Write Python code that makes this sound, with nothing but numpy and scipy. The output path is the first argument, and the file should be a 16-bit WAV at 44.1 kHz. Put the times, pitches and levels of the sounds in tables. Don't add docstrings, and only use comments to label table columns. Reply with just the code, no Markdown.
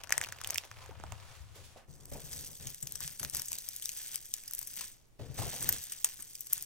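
import sys
import numpy as np
from scipy import signal
from scipy.fft import rfft, irfft
from scipy.io import wavfile
from scipy.ndimage import uniform_filter1d

SR = 44100
rng = np.random.default_rng(int(sys.argv[2]) if len(sys.argv) > 2 else 0)


def digitize_waveform(pressure):
    field = np.atleast_2d(pressure).T
    bounded = np.clip(field, -1, 1)
    quanta = np.round(bounded * 32767).astype(np.int16)
    wavfile.write(sys.argv[1], SR, quanta)


N = 293265
TAPS = 1024
HZ = np.fft.rfftfreq(TAPS, 1 / SR)
TIME = np.arange(N) / SR


def amp(db):
    return 10 ** (np.asarray(db) / 20)


def evened(x):
    return x / np.sqrt(np.mean(x ** 2) + 1e-20)


def read(points, hz):
    f, value = np.transpose(points)
    return np.interp(np.log(hz + 1), np.log(f + 1), value)


def level(table, order):
    rows = np.array(table)
    return amp(np.interp(TIME, rows[:, 0], rows[:, order], left=-np.inf, right=-np.inf))


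def swell(start, length, rise_s, fall_s):
    t = TIME - start
    return np.clip(t / rise_s, 0, 1) * np.exp(-np.maximum(t - length, 0) / fall_s)


def pushes(table, rise_s, fall_s, order):
    return np.max([amp(row[order]) * swell(row[0], row[1], rise_s, fall_s) for row in table], axis=0)


def clumps(depth_db, span_s):
    window = signal.windows.hann(int(np.clip(span_s * SR, 16, 8000)))
    wander = evened(signal.oaconvolve(rng.standard_normal(N), window, "same"))
    return evened(amp(depth_db * np.clip(wander, -2, 2)))


def add(mix, s, sound):
    part = mix[:, max(round(s * SR), 0):][:, :sound.shape[1]]
    part += sound[:, :part.shape[1]]


def bump(hz, centre_hz, octaves):
    return np.exp(-(np.log2((hz + 1) / centre_hz) / octaves) ** 2)


def ripple(size):
    return evened(uniform_filter1d(uniform_filter1d(rng.standard_normal(len(HZ)), size), size))


def noise(colour, likeness):
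    hz = np.fft.rfftfreq(N, 1 / SR)
    common = np.sqrt(likeness) * rng.standard_normal(N)
    separate = np.sqrt(1 - likeness) * rng.standard_normal((2, N))
    return evened(irfft(rfft(common + separate) * amp(read(colour, hz)), N))


# frequency in Hz, level in dB.
PORT_BALANCE = [(200, 16.5), (500, 4), (1200, 3), (2500, 0), (3500, 0), (4300, 0), (5200, -1), (6000, 6.5),
                (7200, -6.5), (8700, 4), (10500, -0.5), (12500, 4.5), (15500, -6)]
# frequency in Hz, lead in radians.
PORT_LEAD = [(20, 2.2), (1000, 1.13), (2800, 0.59), (4200, 2.87), (5700, 0.63), (7600, 3.3), (10000, 4.33),
             (13000, 4.76), (15500, 7)]


def tick(colour_db, pan_db, modes_db=6.0, path_db=2.0):
    side = np.array([[.5], [-.5]])
    paths = np.array([ripple(size=18), ripple(size=18)])
    db = colour_db + modes_db * ripple(size=14) + path_db * paths
    db = db + side * (pan_db + read(PORT_BALANCE, HZ))
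    log_gain = np.log(amp(np.concatenate([db, db[:, -2:0:-1]], axis=1)))
    spectrum = np.exp(np.conj(signal.hilbert(log_gain)))[:, :len(HZ)]
    spectrum = spectrum * np.exp(1j * side * read(PORT_LEAD, HZ))
    wave = np.roll(irfft(spectrum), 4, axis=1)[:, :TAPS // 2]
    return wave / np.sqrt(np.sum(wave ** 2) / 2)


def grains(colour, per_s, spread_db, pan_db, scatter_db, modes_db=6.5, count=24):
    out, colour_db = np.zeros((2, N)), read(colour, HZ)
    for place in np.linspace(-1.7, 1.7, count):
        at = np.flatnonzero(rng.random(N) < per_s / count / SR)
        sizes_db = spread_db * np.minimum(rng.exponential(1, len(at)), 3)
        train = np.zeros(N)
        train[at] = amp(sizes_db) * (-1) ** at
        click = tick(colour_db, pan_db + scatter_db * place, modes_db)
        out += signal.oaconvolve(train[None], click, axes=1)[:, :N]
    return evened(out)


def snap(colour, db, tilt, ring_hz, pan_db, rattle_db, ring_db, ring_octaves, rattle_s, slip_db, slip_s,
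         rebound=0.27):
    tilt_db = tilt * np.log2(np.maximum(HZ, 600) / 5000)
    colour_db = read(colour, HZ) + tilt_db + ring_db * bump(HZ, ring_hz, ring_octaves)
    t = TIME[:3 * TAPS] - TAPS / SR
    contacts = rng.standard_normal(len(t)) ** 3
    slip = contacts * np.exp(-abs(t) / slip_s) * (t < 0)
    chatter = contacts * np.exp(-abs(t) / rattle_s) * (t > .0005)
    force = amp(slip_db) * slip / np.linalg.norm(slip)
    force = force + amp(rattle_db) * chatter / np.linalg.norm(chatter)
    wave = signal.fftconvolve(force[None], tick(colour_db, pan_db), axes=1)
    for delay_s, size in (0, 1), (rng.uniform(.00015, .0004), rebound):
        click = tick(colour_db, pan_db, modes_db=1.0, path_db=1.5)
        add(wave, TAPS / SR + delay_s, size / np.hypot(1, rebound) * click)
    return amp(db) * np.sqrt(SR / 1000) * wave


def soften(x, strength, full_db, slope, split_hz):
    hz = np.fft.rfftfreq(N, 1 / SR)
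    top = irfft(rfft(x) / (1 + (split_hz / (hz + 1)) ** 12), N)
    return x - top * (1 - np.minimum(strength / amp(full_db), 1) ** slope)


# frequency in Hz, relative density in dB per Hz.
AIR_COLOUR = [(20, 8), (60, -2), (130, -5.5), (300, -11.5), (600, -16), (1200, -22.5), (4000, -27.5),
              (8000, -29), (10500, -30), (15000, -33.5)]


def background(air_db=-63.5, hum_hz=119, hum_db=-76):
    hum = np.sqrt(2) * np.sin(2 * np.pi * hum_hz * TIME)
    return amp(air_db) * noise(AIR_COLOUR, likeness=0.12) + amp(hum_db) * hum


# frequency in Hz, time to fall by 60 dB in s.
ROOM_DECAY = [(150, 0.19), (1000, 0.25), (3000, 0.099), (8000, 0.069), (15000, 0.078)]


def room(x, wet_db=-15):
    size = SR // 2
    taps = rng.standard_normal((2, size)) * (rng.random((2, size)) < .1)
    taps = taps * (TIME[:size] > .003)
    hz, t, z = signal.stft(taps, SR, nperseg=256)
    decay = amp(-60 * t / read(ROOM_DECAY, hz)[:, None])
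    tail = signal.istft(z * decay, SR, nperseg=256)[1]
    return amp(wet_db) * signal.fftconvolve(x, tail / np.linalg.norm(tail[0]), axes=1)[:, :N]


# start in seconds, level in dB before the rise, decay and panning, ring in Hz.
LANDINGS = [(.172, -50, 137), (0.293, -49, 111), (.71, -52, 109), (.775, -49, 86), (.99, -45, 95),
            (1.059, -57, 75), (1.16, -52, 84), (1.245, -51, 100), (1.403, -41.5, 69.6), (1.889, -48.5, 146),
            (2.133, -54, 160), (2.235, -46, 132), (2.66, -42, 124), (2.829, -41.5, 134),
            (3.049, -47.5, 144), (5.211, -39.5, 112), (5.296, -38, 123), (5.388, -31.5, 112)]


def thumps(rise_s=0.0058, decay_s=0.019, lead_rad=1.6):
    out, t = np.zeros((2, N)), TIME[:8 * TAPS]
    for s, db, hz in LANDINGS:
        envelope = amp(db) * np.minimum(t / rise_s, 1) * np.exp(-t / decay_s)
        cycles = np.sqrt(2) * np.sin(2 * np.pi * hz * t - np.array([[0], [lead_rad]]))
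        add(out, s, envelope * cycles)
    return out


# start in seconds, level in dB, ring in Hz, decay in s.
DULL_BUMPS = [(.892, -45.5, 450, 0.0053), (.911, -52, 910, 0.011), (.9995, -55, 750, .005),
              (1.038, -50, 875, 0.009), (1.122, -51.5, 920, 0.013), (1.56, -61, 550, 0.069),
              (1.76, -56.5, 706, 0.04), (2.118, -47, 600, 0.012), (2.15, -49.5, 604, 0.027),
              (2.6, -67.5, 596, .03), (3.232, -53, 700, 0.01), (5.195, -48.5, 500, 0.02),
              (5.21, -54.5, 440, 0.073), (5.39, -41, 710, 0.011), (5.418, -43, 970, .016),
              (5.463, -47, 630, 0.024), (5.53, -54, 740, 0.077), (5.689, -47.5, 910, 0.0091),
              (6.046, -60, 960, 0.018), (6.192, -55.5, 1530, 0.006)]
# frequency in Hz, relative density in dB per Hz.
SCUFF_COLOUR = [(80, -13.5), (200, 6), (330, 1), (520, 0), (750, -4.5), (1100, -9), (2200, -15.5),
                (4000, -29)]


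def dull_bumps(ring_db=14, blow=0.35):
    out, t = np.zeros((2, N)), TIME[:8 * TAPS]
    for s, db, ring_hz, decay_s in DULL_BUMPS:
        colour_db = read(SCUFF_COLOUR, HZ) + ring_db * bump(HZ, ring_hz, 0.86)
        body = tick(colour_db, pan_db=-5.5, modes_db=1, path_db=4.5)
        skid = rng.standard_normal(len(t)) * np.exp(-t / decay_s)
        push = blow * (t == 0) + skid / np.linalg.norm(skid)
        wave = signal.fftconvolve(push[None], body, axes=1)
        add(out, s, amp(db) * evened(wave) * np.sqrt(decay_s * SR / len(t)))
    return out


# frequency in Hz, relative density in dB per Hz.
TREAD_COLOUR = [(20, -4.5), (45, -13.5), (80, 7.5), (105, 6), (145, -7), (200, -19), (350, -49),
                (1500, -50)]
RUMBLE_COLOUR = [(20, -2), (45, -5), (80, 3.5), (110, -3), (150, 3.5), (220, -41), (400, -17), (1500, -96)]


def floor_thuds(tread_db=3.0, rumble_db=-2, pan_db=8):
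    tread = amp(tread_db) * level(WHEEL_ROLL, order=3) * noise(TREAD_COLOUR, likeness=0.054)
    leaning = amp(rumble_db) * hand_weight() * noise(RUMBLE_COLOUR, likeness=0.074)
    low = (tread + leaning + thumps()) * amp([[pan_db / 2], [-pan_db / 2]])
    return low + dull_bumps()


def squeak(db=-57, waver=0.014):
    start, length, pitch_hz = .812, .03, 1030
    drift = evened(uniform_filter1d(rng.standard_normal(N), size=130))
    hz = pitch_hz * (1 + waver * drift)
    envelope = amp(db) * swell(start, length, rise_s=.004, fall_s=.008)
    return envelope * np.sin(2 * np.pi * np.cumsum(hz) / SR)


# start in seconds, click level in dB over 1 ms,
# brightness in dB per octave, ring in Hz, left over right in dB.
TOY_CRACKS = [(0.0368, -34.5, 0, 3530, 8), (0.0421, -39, -8, 13200, 7.5), (0.073, -41, -4.5, 1200, 4),
              (0.0946, -34, -0.5, 1800, 7), (0.106, -29.5, -9, 11270, 1.5), (0.1239, -14, -1, 1850, 2),
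              (0.17, -42, -5, 800, 12.5), (0.1795, -18, -5.5, 9500, 3.5), (0.2142, -23.5, -2.5, 1900, 0.5),
              (0.2265, -35.5, -5, 800, 5), (0.2385, -31, -6, 3770, -6), (0.247, -31.5, -5, 2680, 10),
              (0.288, -37, -2, 990, 0), (0.324, -30, -1.7, 1480, 0), (0.3865, -43, -1.5, 2500, 0),
              (0.4148, -32.5, -1.5, 1240, 0), (0.438, -35.5, -7.5, 8400, 9), (0.446, -29.5, -2, 3300, -2),
              (0.4737, -27, -3, 11500, 0), (0.5015, -32, -10, 5510, -4), (0.506, -23, 2.5, 800, -1),
              (0.5448, -28, 9, 4960, 6), (0.558, -28, -0.5, 2200, -4), (0.572, -48, 0.2, 7340, -8),
              (0.5772, -26.5, 13, 3130, -11), (0.582, -21.5, -1.5, 3550, -1.5), (0.637, -41, -9, 3550, -6),
              (0.7144, -37, -3.5, 1200, -4), (0.8612, -43.5, -5, 800, -7), (0.9998, -42.5, -14, 7340, -10),
              (1.0382, -35.5, -8, 860, -10), (1.122, -33, -5.5, 810, -12)]
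# time in seconds, then grit, fine hiss
# and tread rumble in dB, all before the trims in the functions.
WHEEL_ROLL = [(0, -55.5, -60.5, -70.5), (.2, -53, -70, -59.5), (.4, -55, -57.5, -63.5),
              (.55, -53, -48, -59.5), (.68, -63, -60.5, -72), (.78, -56, -60, -59.5),
              (.96, -60.5, -66, -55.5), (1.1, -58, -62.5, -49), (1.35, -57, -57.5, -62.5),
              (1.46, -65, -64, -58.5), (1.72, -64.5, -60, -63.5), (1.85, -68, -74, -82)]
# start in seconds, length in s,
# grit in dB, fine crackle in dB, both before the trims.
GRIT_SWELLS = [(.105, 0.062, -51, -48.5), (.205, 0.029, -61, -47), (.43, 0.093, -56, -59),
               (.51, 0.015, -47.5, -53), (.63, 0.01, -54.5, -54), (.80, 0.017, -52.5, -55),
               (1.54, 0.043, -61, -55), (1.63, 0.011, -75, -51.5), (1.76, 0.0069, -54.5, -57.5)]
# time in seconds, share 0-1.
TOY_SHARE = [(0, 0.98), (.6, 0.66), (.8, 0.52), (1.9, 0.02)]
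# frequency in Hz, relative density in dB per Hz.
CRACK_SPECTRUM = [(150, -39.5), (600, -18), (1000, -13.5), (1900, -2.5), (3000, -7), (4200, -9), (6000, 3),
                  (8300, 5), (10300, -6), (12500, -2.5), (15000, -4.5), (18000, -20)]
GRIT_COLOUR = [(200, -31.5), (380, -7.5), (560, -1.5), (800, -1.5), (1200, -1), (2000, -4.5), (3200, -8.5),
               (6000, -14), (15000, -28.5)]
CRACKLE_COLOUR = [(1500, -7.5), (3200, 4), (4500, 1.5), (7000, 2), (10000, -1.5), (15000, -12.5)]


def tyre(grit_db=-1.5, crackle_db=-2.5, chip_db=-3):
    rise_s, fall_s = 0.017, 0.037
    coarse = np.hypot(level(WHEEL_ROLL, order=1), pushes(GRIT_SWELLS, rise_s, fall_s, order=2))
    fine = np.hypot(level(WHEEL_ROLL, order=2), pushes(GRIT_SWELLS, rise_s, fall_s, order=3))
    coarse, fine = amp(grit_db) * coarse, amp(crackle_db) * fine
    grit = grains(GRIT_COLOUR, per_s=650, spread_db=5.5, pan_db=0, scatter_db=3, modes_db=5)
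    crackle = grains(CRACKLE_COLOUR, per_s=800, spread_db=5.5, pan_db=0, scatter_db=3)
    chips = amp(chip_db) * grains(CRACK_SPECTRUM, per_s=130, spread_db=4.5, pan_db=-3, scatter_db=3)
    crunch = (coarse * grit + fine * crackle) * clumps(depth_db=3.5, span_s=0.0122) + fine * chips
    rub = coarse * noise(GRIT_COLOUR, likeness=0.53) + fine * noise(CRACKLE_COLOUR, likeness=0.16)
    share = np.interp(TIME, *np.transpose(TOY_SHARE))
    out = np.sqrt(share) * crunch + np.sqrt(1 - share) * rub
    out = soften(out, fine, full_db=-63.5, slope=0.45, split_hz=3500)
    for s, db, tilt, ring_hz, pan_db in TOY_CRACKS:
        crack = snap(CRACK_SPECTRUM, db, tilt, ring_hz, pan_db, rattle_db=-12, ring_db=14.0,
                     ring_octaves=0.58, rattle_s=0.0011, slip_db=-8.5, slip_s=0.00073)
        add(out, s - TAPS / SR, crack)
    return out


# start in seconds, length in s, then toys stirring,
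# toys scraping and weight on the floor in dB, all before the trims in the functions.
FINGER_STROKES = [(1.875, 0.24, -62, -78, -56.5), (2.11, 0.063, -59, -61, -45), (2.19, .1, -57, -60, -53),
                  (2.30, 0.14, -47, -59, -52.5), (2.46, 0.054, -54.5, -73, -53.5),
                  (2.59, 0.097, -53, -57.5, -51.5), (2.82, 0.053, -75, -71, -55),
                  (2.885, 0.084, -73, -62.5, -58), (3.0, 0.047, -43, -49.5, -54.5),
                  (3.09, 0.02, -49, -65, -58.5), (3.2, 0.053, -58, -55, -47.5),
                  (3.325, 0.056, -42, -50.5, -51.5), (3.495, 0.068, -46.5, -56.5, -60.5),
                  (3.63, .12, -52.5, -62, -73), (3.81, 0.16, -48, -61.5, -77),
                  (3.95, 0.056, -45.5, -54.5, -82), (4.03, 0.13, -48, -56, -70.5),
                  (4.335, 0.048, -53.5, -59, -83), (4.43, 0.22, -57.5, -64, -74),
                  (4.69, 0.12, -51, -62.5, -68), (4.76, 0.062, -44, -52, -63.5),
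                  (5.185, 0.22, -62, -62, -51.5), (5.335, 0.042, -53.5, -59, -58),
                  (5.37, 0.097, -44, -48.5, -40), (5.45, 0.12, -43, -49, -51.5),
                  (5.595, 0.15, -41, -48, -45.5), (5.79, 0.16, -49, -57.5, -77),
                  (6.04, 0.019, -43.5, -50, -81), (6.19, 0.073, -56, -65, -68),
                  (6.495, 0.11, -50.5, -57.5, -65)]
STROKE_RISE_S, STROKE_FALL_S, WEIGHT_FALL_S = 0.01, 0.058, 0.036


def hand_weight():
    return pushes(FINGER_STROKES, STROKE_RISE_S, WEIGHT_FALL_S, order=4)


# start in seconds, length in s, level in dB before the trims.
HAND_HOLDS = [(2.06, 2.78, -55), (5.34, 2.1, -55)]
# start in seconds, level in dB over 1 ms
# before the click trim, brightness in dB per octave, knock in dB, rattle in dB beside the click.
TOY_CLICKS = [(2.056, -40, 2, -4, -31), (2.1357, -40, -6, -11, -11), (2.3309, -36, -1.5, 2, 2),
              (2.6714, -29.5, -4, -13, -1), (2.7033, -39, 8, 0, -18), (2.7462, -35, -2.5, -6, -7),
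              (2.8267, -33.5, -3, 1, 7), (2.8721, -30, -4.5, -11, -7), (2.9223, -31, 1, 0, -27),
              (2.9555, -29.5, -3, 3.5, 0), (3.0057, -29.5, 2, 30.5, -11), (3.0777, -29, -4, 7.5, -15),
              (3.1962, -32, -2.5, 4, 6), (3.231, -28.5, -4.5, 13.5, -0.5), (3.2399, -31, 11, 0, -5),
              (3.249, -26, -6, -5.5, -15), (3.2986, -30.5, -1, -7, -23), (3.3488, -23, 0, 14.5, -15),
              (3.3694, -26, -1, 3, -6), (3.3962, -28, -1, 13, -1.5), (3.4197, -27, -1.5, 5, -20),
              (3.4582, -33.5, 3, 12, -1), (3.4837, -33, -2, 1, 3), (3.5187, -26, -1, 10, -20),
              (3.5306, -26, -3, 0, -8), (3.5856, -29, -3, -20, -5), (3.6887, -24.5, 3.5, -4, -18),
              (3.7634, -29, 0, -2, -12), (3.7986, -38.5, -1.5, 6, -15), (3.8231, -35, -2.5, -11.5, 5),
              (3.8575, -24, -1.5, -5, -20), (3.8927, -25, -4, -20, -10), (3.9716, -36, 4, 2, 8),
              (4.1441, -35, -5.5, -2, 5), (4.1582, -23, -2, -6, -18), (4.3395, -21, -3, -12, -12),
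              (4.4794, -32, 1.5, -4, -2), (4.511, -33, 3.5, 26, -15), (4.5358, -27, 4, 16, -11),
              (4.5499, -27.5, 6, 0, -22), (4.5812, -38, -1.5, 2, 5), (4.5915, -25, 7, -4, -13),
              (4.615, -34, 2.5, 23, -13), (4.629, -32, 1, 14, -7), (4.6732, -31.5, 5, 12, -0.5),
              (4.7662, -34, 7, 3, -5), (4.8101, -30.5, -5, 1.5, 0), (5.3961, -37, -4.5, 7, -15),
              (5.6258, -32.5, 0, 19, 7.5), (5.6905, -18, 5, 29, 3.5), (5.726, -22.5, 1, 9, -4.5),
              (5.8394, -30, 3, 4, -16), (5.9215, -30, -2.1, 5.5, 2), (6.0458, -11, -1.9, 5.5, -7.5),
              (6.2036, -42.5, 0.5, 20, 9), (6.2237, -35.5, 1, 8, 3), (6.3531, -35, -2, -10, 1.5),
              (6.4077, -30, 6, -25, -5), (6.4704, -35.5, 0.5, 9, -3), (6.5278, -26.5, 2.5, 20, -20),
              (6.5328, -14, 10, 18, -16), (6.5794, -30.5, 0, 11, -12), (6.6252, -27, 6.5, 0, -10)]
# frequency in Hz, relative density in dB per Hz.
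CLICK_SPECTRUM = [(150, -56.5), (600, -28.5), (1000, -23.5), (1900, -14), (3000, -11.5), (4200, -8.5),
                  (6000, 1), (8300, 6.5), (10300, -1.5), (12500, 3.5), (15000, -2), (18000, -35)]
STIR_COLOUR = [(600, -36), (1500, -23), (3000, -10.5), (4200, -7), (6000, 1), (8500, 3), (10300, -5.5),
               (12500, -1.5), (15500, -9), (18000, -63.5)]
SCRAPE_COLOUR = [(300, -17.5), (700, -10), (1150, -11), (1700, 0), (2200, -2), (3200, 2), (5000, -0.5),
                 (12000, -49.5)]


def hands(click_db=-1.0, stir_db=1.5, catch_db=-57, scrape_db=-1.5, scuff_db=-9, held_scrape_db=-18.5):
    rustle = amp(stir_db) * grains(STIR_COLOUR, per_s=1500, spread_db=5, pan_db=0, scatter_db=4)
    catches = grains(CLICK_SPECTRUM, per_s=80, spread_db=3.5, pan_db=4, scatter_db=2)
    scrape = grains(SCRAPE_COLOUR, per_s=1200, spread_db=4.5, pan_db=1, scatter_db=2, modes_db=2.5)
    scrape = amp(scrape_db) * scrape
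    holding = pushes(HAND_HOLDS, rise_s=0.067, fall_s=0.087, order=2)
    stirring = np.hypot(pushes(FINGER_STROKES, STROKE_RISE_S, STROKE_FALL_S, order=2), holding)
    held_scraping = amp(held_scrape_db) * holding
    scraping = np.hypot(pushes(FINGER_STROKES, STROKE_RISE_S, STROKE_FALL_S, order=3), held_scraping)
    out = (stirring * rustle + scraping * scrape) * clumps(depth_db=-0.07, span_s=0.0092)
    out = soften(out, stirring, full_db=-58.5, slope=0.97, split_hz=8300)
    out += amp(catch_db) * holding / holding.max() * catches
    scuff = noise(SCUFF_COLOUR, likeness=0.61) * clumps(depth_db=1.5, span_s=0.019)
    out += amp(scuff_db) * hand_weight() * scuff
    for s, db, tilt, knock_db, rattle_db in TOY_CLICKS:
        pan_db = 2.5 + 2.5 * rng.standard_normal()
        click = snap(CLICK_SPECTRUM, db + click_db, tilt, 1110, pan_db, rattle_db, ring_db=knock_db,
                     ring_octaves=0.84, rattle_s=0.0046, slip_db=-4.5, slip_s=0.001)
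        add(out, s - TAPS / SR, click)
    return out


def scene():
    toys = tyre() + squeak() + hands()
    return toys + room(toys) + floor_thuds() + background()


def record(dry):
    ceiling, edge_hz = .85, 16250
    rounded = dry / (1 + (dry / ceiling) ** 4) ** .25
    low_pass = signal.firwin(301, edge_hz, window=("kaiser", 9), fs=SR)
    return signal.oaconvolve(rounded, low_pass[None], "same")


dry = scene()
out = record(dry)
digitize_waveform(out)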